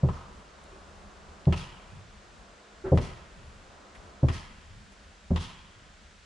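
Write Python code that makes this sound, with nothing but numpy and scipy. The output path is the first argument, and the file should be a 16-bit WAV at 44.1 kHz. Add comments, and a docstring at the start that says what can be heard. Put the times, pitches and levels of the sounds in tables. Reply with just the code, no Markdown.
"""Outdoors, at the sawn end of a felled tree: five slow, heavy blows over a quiet hush and wind on the microphone.
Each arrives twice: a dull thump through trunk and soft ground (decaying sine modes, filtered noise bursts),
then a faint crack through the air (noise and a ping, coloured by wood resonances), scattered by the trees.
Twig ticks and soft rustles are shaped noise; light hollow knocks are decaying modes with a rub of noise."""
import sys
import numpy as np
from scipy import signal
from scipy.fft import rfft, irfft
from scipy.io import wavfile
from scipy.ndimage import uniform_filter1d

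SR = 44100
rng = np.random.default_rng(int(sys.argv[2]) if len(sys.argv) > 2 else 0)


def inscribe(sig):
    """Save sig as 16-bit PCM at rate SR to the path in sys.argv[1].

    A 1-D sig is mono; a 2-D sig holds one channel per row.
    Samples are clipped to [-1, 1] before scaling.
    """
    pcm = np.round(np.clip(np.atleast_2d(sig).T, -1, 1) * 32767)
    wavfile.write(sys.argv[1], SR, pcm.astype(np.int16))


N = 275660
T = np.arange(int(1.2 * SR)) / SR  # time axis of one event, s

HARD_HZ, HARD_OCTAVES = 496, 0.48  # a hard blow lifts the wood's middle range
NODE_OCTAVES = 0.22  # modes with a node near the struck spot stay weak
NODE_RATIO, NODE_SHARE = 2.13, 0.3  # a higher mode shares the node and is weakened less
TREBLE_HZ = 1740  # above this a clean hit is brighter than a glancing one
RING_DB, RING_OCTAVES = 4.5, 0.24  # each crack favours one pitch of the struck spot
AIR_LAG_S = 0.059  # the crack through the air trails the thump through the trunk
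TOP_HZ = 10500


def undb(db):
    """Decibels to gain."""
    return 10 ** (np.asarray(db) / 20)


def curve(hz, points):
    """(Hz, value) points joined by straight lines over log frequency."""
    points_hz, values = np.transpose(points)
    return np.interp(np.log(np.maximum(hz, 1)), np.log(points_hz), values)


def colour(x, points):
    """Zero-phase filter by a smooth (Hz, dB) spectrum."""
    size = x.shape[-1]
    hz = np.fft.rfftfreq(size, 1 / SR)
    return irfft(rfft(x) * undb(curve(hz, points)), size)


def causal(x, points):
    """Minimum-phase filter by a smooth (Hz, dB) spectrum: no sound ahead of the hit."""
    size = 2 * x.shape[-1]
    hz = np.fft.rfftfreq(size, 1 / SR)
    cepstrum = irfft(np.log(undb(curve(hz, points))))
    # fold the cepstrum onto positive time
    cepstrum[1:size // 2] *= 2
    cepstrum[size // 2 + 1:] = 0
    response = np.exp(rfft(cepstrum))
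    return irfft(rfft(x, size) * response)[..., :size // 2]


def unit(x):
    """Scale to rms 1."""
    return x / np.sqrt(np.mean(x ** 2))


def bump(hz, centre_hz, octaves):
    """A bell on the log-frequency axis, 1 at its centre."""
    return np.exp(-.5 * (np.log2(hz / centre_hz) / octaves) ** 2)


def fade(t60_s, rise_s, delay_s=0):
    """An envelope that starts after a delay, swells and dies away."""
    t = np.maximum(T - delay_s, 0)
    swell = 1 - np.exp(-(t / rise_s) ** 2)
    return swell * np.exp(-np.log(1000) * t / t60_s)


def walk(rate_hz, size):
    """Smoothed random steps, rms 1."""
    k = int(SR / rate_hz)
    steps = np.repeat(rng.standard_normal(size // k + 1), k)
    smooth = uniform_filter1d(uniform_filter1d(steps, k), k)
    return unit(smooth[:size])


def pan(db):
    """Gains for a left-minus-right level."""
    return undb(np.array([[db], [-db]]) / 2)


def add(out, start_s, x):
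    """Mix a sound in at its start time."""
    i = max(int(start_s * SR), 0)
    out[:, i:i + x.shape[-1]] += x[..., :N - i]


# likeness of left and right in airborne sound: [f/Hz, correlation]
LIKENESS = [(60, 0.89), (300, 0.86), (600, 0.63), (1100, 0.16), (1900, 0.38), (3300, 0.8), (6000, 0.44),
            (10000, 0.016)]


def stereo_noise(size):
    """White noise, its left-right correlation set per frequency by the mid/side balance."""
    hz = np.fft.rfftfreq(size, 1 / SR)
    alike = np.clip(curve(hz, LIKENESS), -1, 1)
    mid, side = rfft(rng.standard_normal((2, size))) * np.sqrt([1 + alike, 1 - alike])
    return unit(irfft([mid + side, mid - side], size))


def air_noise(points, size):
    """Stereo noise of rms 1 with the given spectrum."""
    return unit(colour(stereo_noise(size), points))


# shape of the hush spectrum: [f/Hz, relative level/dB per Hz]
HUSH_SPECTRUM = [(71, -46), (120, -23), (151, 2.5), (172, -39), (200, 7), (232, -14), (270, -3.5),
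                 (534, -2), (621, -1), (889, -4.5), (1010, -3), (1400, -3.5), (2120, -10), (7520, -18.5),
                 (11000, -36), (14300, -79), (22000, -120)]
# shape of the wind spectrum: [f/Hz, relative level/dB per Hz]
WIND_SPECTRUM = [(15, -20), (28, 1), (45, 2), (75, 3.5), (120, -14.5), (200, -4.5), (400, -39.5)]
# slow swell of the distant part of the hush: [t/s, relative level/dB]
DISTANT_SWELL = [(0, 1.5), (1.2, 1.5), (2.4, 0), (3.3, -2), (3.9, 3.5), (4.6, -3.5), (5.3, -5.5),
                 (6.25, -6.5)]


def outdoors(wind_db=-55.0, leaves_db=0, hush_db=-54, gust_db=3, waver_db=1):
    """A broad hush whose distant, dull part swells and sinks, and small gusts on the microphone."""
    swell_db = np.interp(np.arange(N) / SR, *np.transpose(DISTANT_SWELL))
    hush = undb(hush_db) * air_noise(HUSH_SPECTRUM, N)
    dull = colour(hush, [(1200, 0.0), (2600, -32)])
    distant = dull * undb(swell_db + waver_db * walk(7.73, N))
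    leaves = (hush - dull) * undb(leaves_db)
    gusts = air_noise(WIND_SPECTRUM, N) * undb(wind_db + gust_db * walk(12, N))
    return distant + leaves + gusts


def contact_db(hz, hard_db, node_hz, node_db):
    """How hard and where the blow lands decides how strongly each pitch answers."""
    nodes = bump(hz, node_hz, NODE_OCTAVES)
    nodes = nodes + NODE_SHARE * bump(hz, NODE_RATIO * node_hz, NODE_OCTAVES)
    return hard_db * bump(hz, HARD_HZ, HARD_OCTAVES) - node_db * nodes


# modes of the trunk on its bed of soil: [f/Hz, relative level/dB, t60/s]
TRUNK_MODES = [(39.25, -4, 0.58), (80.2, 11, 0.28), (135.8, 17.5, 0.11), (177, 10.5, 0.21),
               (245.3, 2.5, 0.43), (304.8, 8.5, 0.15), (382.8, 10.5, 0.33), (517, 17.5, 0.053),
               (543, 11.5, 0.16), (591, 7, 0.19), (663, 6.5, 0.26), (757, 3, 0.15), (833, -0.5, 0.3),
               (945, 2, 0.21), (1032, -3.5, 0.46)]
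# how strongly a blow drives those modes: [f/Hz, relative level/dB]
PUSH = [(74, -25.5), (124, -21.5), (182, -25.5), (262, -27.5), (380, -36), (570, -37), (930, -46)]
# short waves scattered inside the trunk: [f/Hz, relative level/dB]
SCATTER = [(60, -18.5), (125, 6.5), (195, -1.5), (262, -3.5), (380, -13.5), (570, -15), (900, -24),
           (1200, -33), (1600, -46.5), (2600, -81.5)]
# shape of the rumble that lingers in the soil: [f/Hz, relative level/dB per Hz]
SOIL_SPECTRUM = [(20, -24.5), (40, -15.5), (85, -1), (170, -2.5), (240, -22.5), (500, -21), (1200, -58.5)]


def thump(hard_db, node_hz, node_db, far_db,
          push_s=0.013, burst_s=0.028, ring_db=-8, soil_db=-28, soil_share=0.31):
    """A push sets the trunk ringing; short waves scatter off knots and limbs, long ones through the soil."""
    noise = rng.standard_normal(len(T))
    burst = 1 / (1 + (T / burst_s) ** 8)
    burst = burst + undb(ring_db) * (1 - burst)
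    wood = 0
    for k, (hz, db, t60_s) in enumerate(TRUNK_MODES):
        mode_db = db + curve(hz, PUSH) + contact_db(hz, hard_db, node_hz, node_db)
        # neighbouring modes swing in opposite senses
        gain = (-1) ** k * undb(mode_db)
        mode = gain * np.sin(2 * np.pi * hz * T) * fade(t60_s, push_s)
        # short waves pass as a burst and leave only a weaker ring
        wood = wood + mode * (burst if hz > 210 else 1)

    hz = np.geomspace(50, SR / 2, num=400)
    scatter_db = curve(hz, SCATTER) + contact_db(hz, hard_db, node_hz, node_db)
    scatter = noise * burst * fade(t60_s=0.31, rise_s=0.0029, delay_s=0.0027)
    scatter = causal(scatter, np.transpose([hz, scatter_db]))

    soil = air_noise(SOIL_SPECTRUM, len(T)) * fade(t60_s=0.44, rise_s=0.0038, delay_s=0.036)
    # a harder blow shakes the soil more
    soil = undb(soil_db + soil_share * hard_db) * soil

    # the boom comes back from a distant slope
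    far = air_noise([(50, -3), (100, 30.5), (160, 21.5), (300, -9), (700, -40)], len(T))
    far = undb(far_db) * far * fade(t60_s=0.69, rise_s=0.008, delay_s=0.453)
    return wood + scatter + soil + far


# colour of the crack: [f/Hz, relative level/dB]
CRACK_COLOUR = [(570, -26.5), (1100, -27), (1900, -34.5), (3100, -37.5), (5300, -41.5), (8600, -53.5)]
# resonances of the struck wood, heard through the air: [f/Hz, width/Hz, relative level/dB]
WOOD_PEAKS = [(369, 56, 12), (504, 38, 1), (968, 270, 8), (1282, 36, 10), (1930, 150, 3.5),
              (2780, 1000, 4.5), (3240, 240, 4)]
# colour of the echoes, brighter than the direct crack: [f/Hz, relative level/dB]
WOODS_COLOUR = [(150, -38), (500, -12), (1000, -6), (1900, -1.5), (3000, 0), (5000, 7), (9000, 8.5)]


def crack(hard_db, treble_db, ring_hz, pan_db, snap_db=9.0, ping_db=-11, bounce_db=-1.5,
          woods_db=2.5, late_db=-11.0, grain_db=1.5, echo_grain_db=1.5):
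    """Through the air: a crack with a ping of wood, a reflection close by, then echoes from the trees."""
    snap = undb(snap_db) * fade(t60_s=.06, rise_s=.0012)
    bounce = undb(bounce_db) * fade(t60_s=0.13, rise_s=0.0042, delay_s=0.0092)
    ping = undb(ping_db) * np.sin(2 * np.pi * ring_hz * T) * fade(t60_s=0.072, rise_s=0.003)
    direct = pan(pan_db) * (stereo_noise(len(T)) * (snap + bounce) + ping)

    trees = colour(stereo_noise(len(T)), WOODS_COLOUR) * undb(woods_db)
    trees = trees * fade(t60_s=0.46, rise_s=0.028, delay_s=0.019)
    # echoes from further off have lost their treble
    late_colour = [(150, 7), (400, -7.0), (1000, 1.0), (3000, 4.5), (5000, 0), (10000, -22)]
    late = colour(stereo_noise(len(T)), late_colour) * undb(late_db)
    late = late * fade(t60_s=1.39, rise_s=0.032, delay_s=0.035)

    # single stems answer one by one, so the echo is grainy
    grain = walk(600, len(T))
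    sound = direct * undb(grain_db * grain) + (trees + late) * undb(echo_grain_db * grain)

    hz = np.geomspace(50, SR / 2, num=400)
    peaks_db = sum(db / (1 + (2 * (hz - centre_hz) / width_hz) ** 2)
                   for centre_hz, width_hz, db in WOOD_PEAKS)
    peaks_db = peaks_db - np.mean(peaks_db)
    blow_db = hard_db * bump(hz, HARD_HZ, HARD_OCTAVES)
    blow_db = blow_db + treble_db / (1 + (TREBLE_HZ / hz) ** 6)
    blow_db = blow_db + RING_DB * bump(hz, ring_hz, RING_OCTAVES)
    return causal(sound, np.transpose([hz, curve(hz, CRACK_COLOUR) + blow_db + peaks_db]))


def tick(hz):
    """A twig snaps: a few milliseconds of noise around one frequency."""
    snap = fade(t60_s=.006, rise_s=.0002)
    return air_noise([(hz / 4, -25), (hz, 0), (hz * 3, -26)], len(T)) * snap


def rustle(hz, t60_s):
    """A soft, dull swish in the litter: band-shaped noise that swells and fades."""
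    swish = air_noise([(hz / 3, -20), (hz, 0), (hz * 3, -22)], len(T))
    return swish * fade(t60_s, rise_s=t60_s / 10)


# modes of a light hollow knock: [f/Hz, relative level/dB, t60/s]
HOLLOW_MODES = [(61.6, -16, 0.24), (356.6, 7.5, 0.085), (378.5, 2, 0.25), (539, -16, 0.37), (820, -32, .12),
                (850, -15.5, 0.21), (1350, -21, 0.24), (1410, -47, 0.19), (1500, -19, 0.14),
                (1580, -39, .12), (2200, -29, 0.067)]


def knock(rub_db=-1):
    """A soft contact rings something hollow and rubs on it briefly."""
    ring = sum(undb(db) * np.sin(2 * np.pi * hz * T) * fade(t60_s, rise_s=0.015)
               for hz, db, t60_s in HOLLOW_MODES)
    rub = air_noise([(200, -2.5), (450, -8.5), (1500, -15.5), (2500, -27.5), (5000, -53)], len(T))
    rub = rub * fade(t60_s=0.21, rise_s=0.03)
    return ring + undb(rub_db) * rub


# blows: [t/s, thump level/dB, hardness/dB, node f/Hz, node depth/dB, far echo level/dB,
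#         crack level/dB, crack treble/dB, crack ring f/Hz, crack left-minus-right/dB]
BLOWS = [(0.027, -1.5, 2, 260, 11.5, -64, -3, -10, 1180, 2.5),
         (1.465, 0.5, -1.5, 250, 11.5, -43.5, 0.5, -1, 2760, 1),
         (2.914, 2, 9.5, 205, 1.5, -49.5, -1, -1.5, 2030, 0.5),
         (4.225, 0.5, -0.5, 189, 20.5, -49.5, -1, 1, 1904, 3),
         (5.300, 0, -6, 127, 19, -58, -0.5, 0, 3400, 3)]
# twig ticks: [t/s, level/dB, centre f/Hz]
TICKS = [(0.639, -47, 9500), (1.455, -37.5, 2800)]
# soft rustles: [t/s, level/dB, centre f/Hz, t60/s]
RUSTLES = [(0.66, -55, 330, 0.35), (3.719, -67, 620, 1.0), (3.945, -41, 1730, 0.077),
           (4.914, -46, 580, 0.087)]
# light hollow knocks: [t/s, level/dB]
KNOCKS = [(0.722, -47), (2.838, -23)]


def scene():
    """Blows and small noises over the outdoor background."""
    out = outdoors()
    for t_s, thump_db, hard_db, node_hz, node_db, far_db, crack_db, treble_db, ring_hz, pan_db in BLOWS:
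        add(out, t_s, undb(thump_db) * thump(hard_db, node_hz, node_db, far_db))
        add(out, t_s + AIR_LAG_S, undb(crack_db) * crack(hard_db, treble_db, ring_hz, pan_db))
    for t_s, db, hz in TICKS:
        add(out, t_s, undb(db) * tick(hz))
    for t_s, db, hz, t60_s in RUSTLES:
        add(out, t_s, undb(db) * rustle(hz, t60_s))
    for t_s, db in KNOCKS:
        add(out, t_s, undb(db) * knock())
    return out


def record(dry):
    """A steep elliptic low-pass cuts the top: 0.2 dB ripple, 60 dB stopband."""
    low_pass = signal.ellip(8, .2, 60, TOP_HZ, fs=SR, output="sos")
    return signal.sosfilt(low_pass, dry)


dry = scene()
out = record(dry)
inscribe(out)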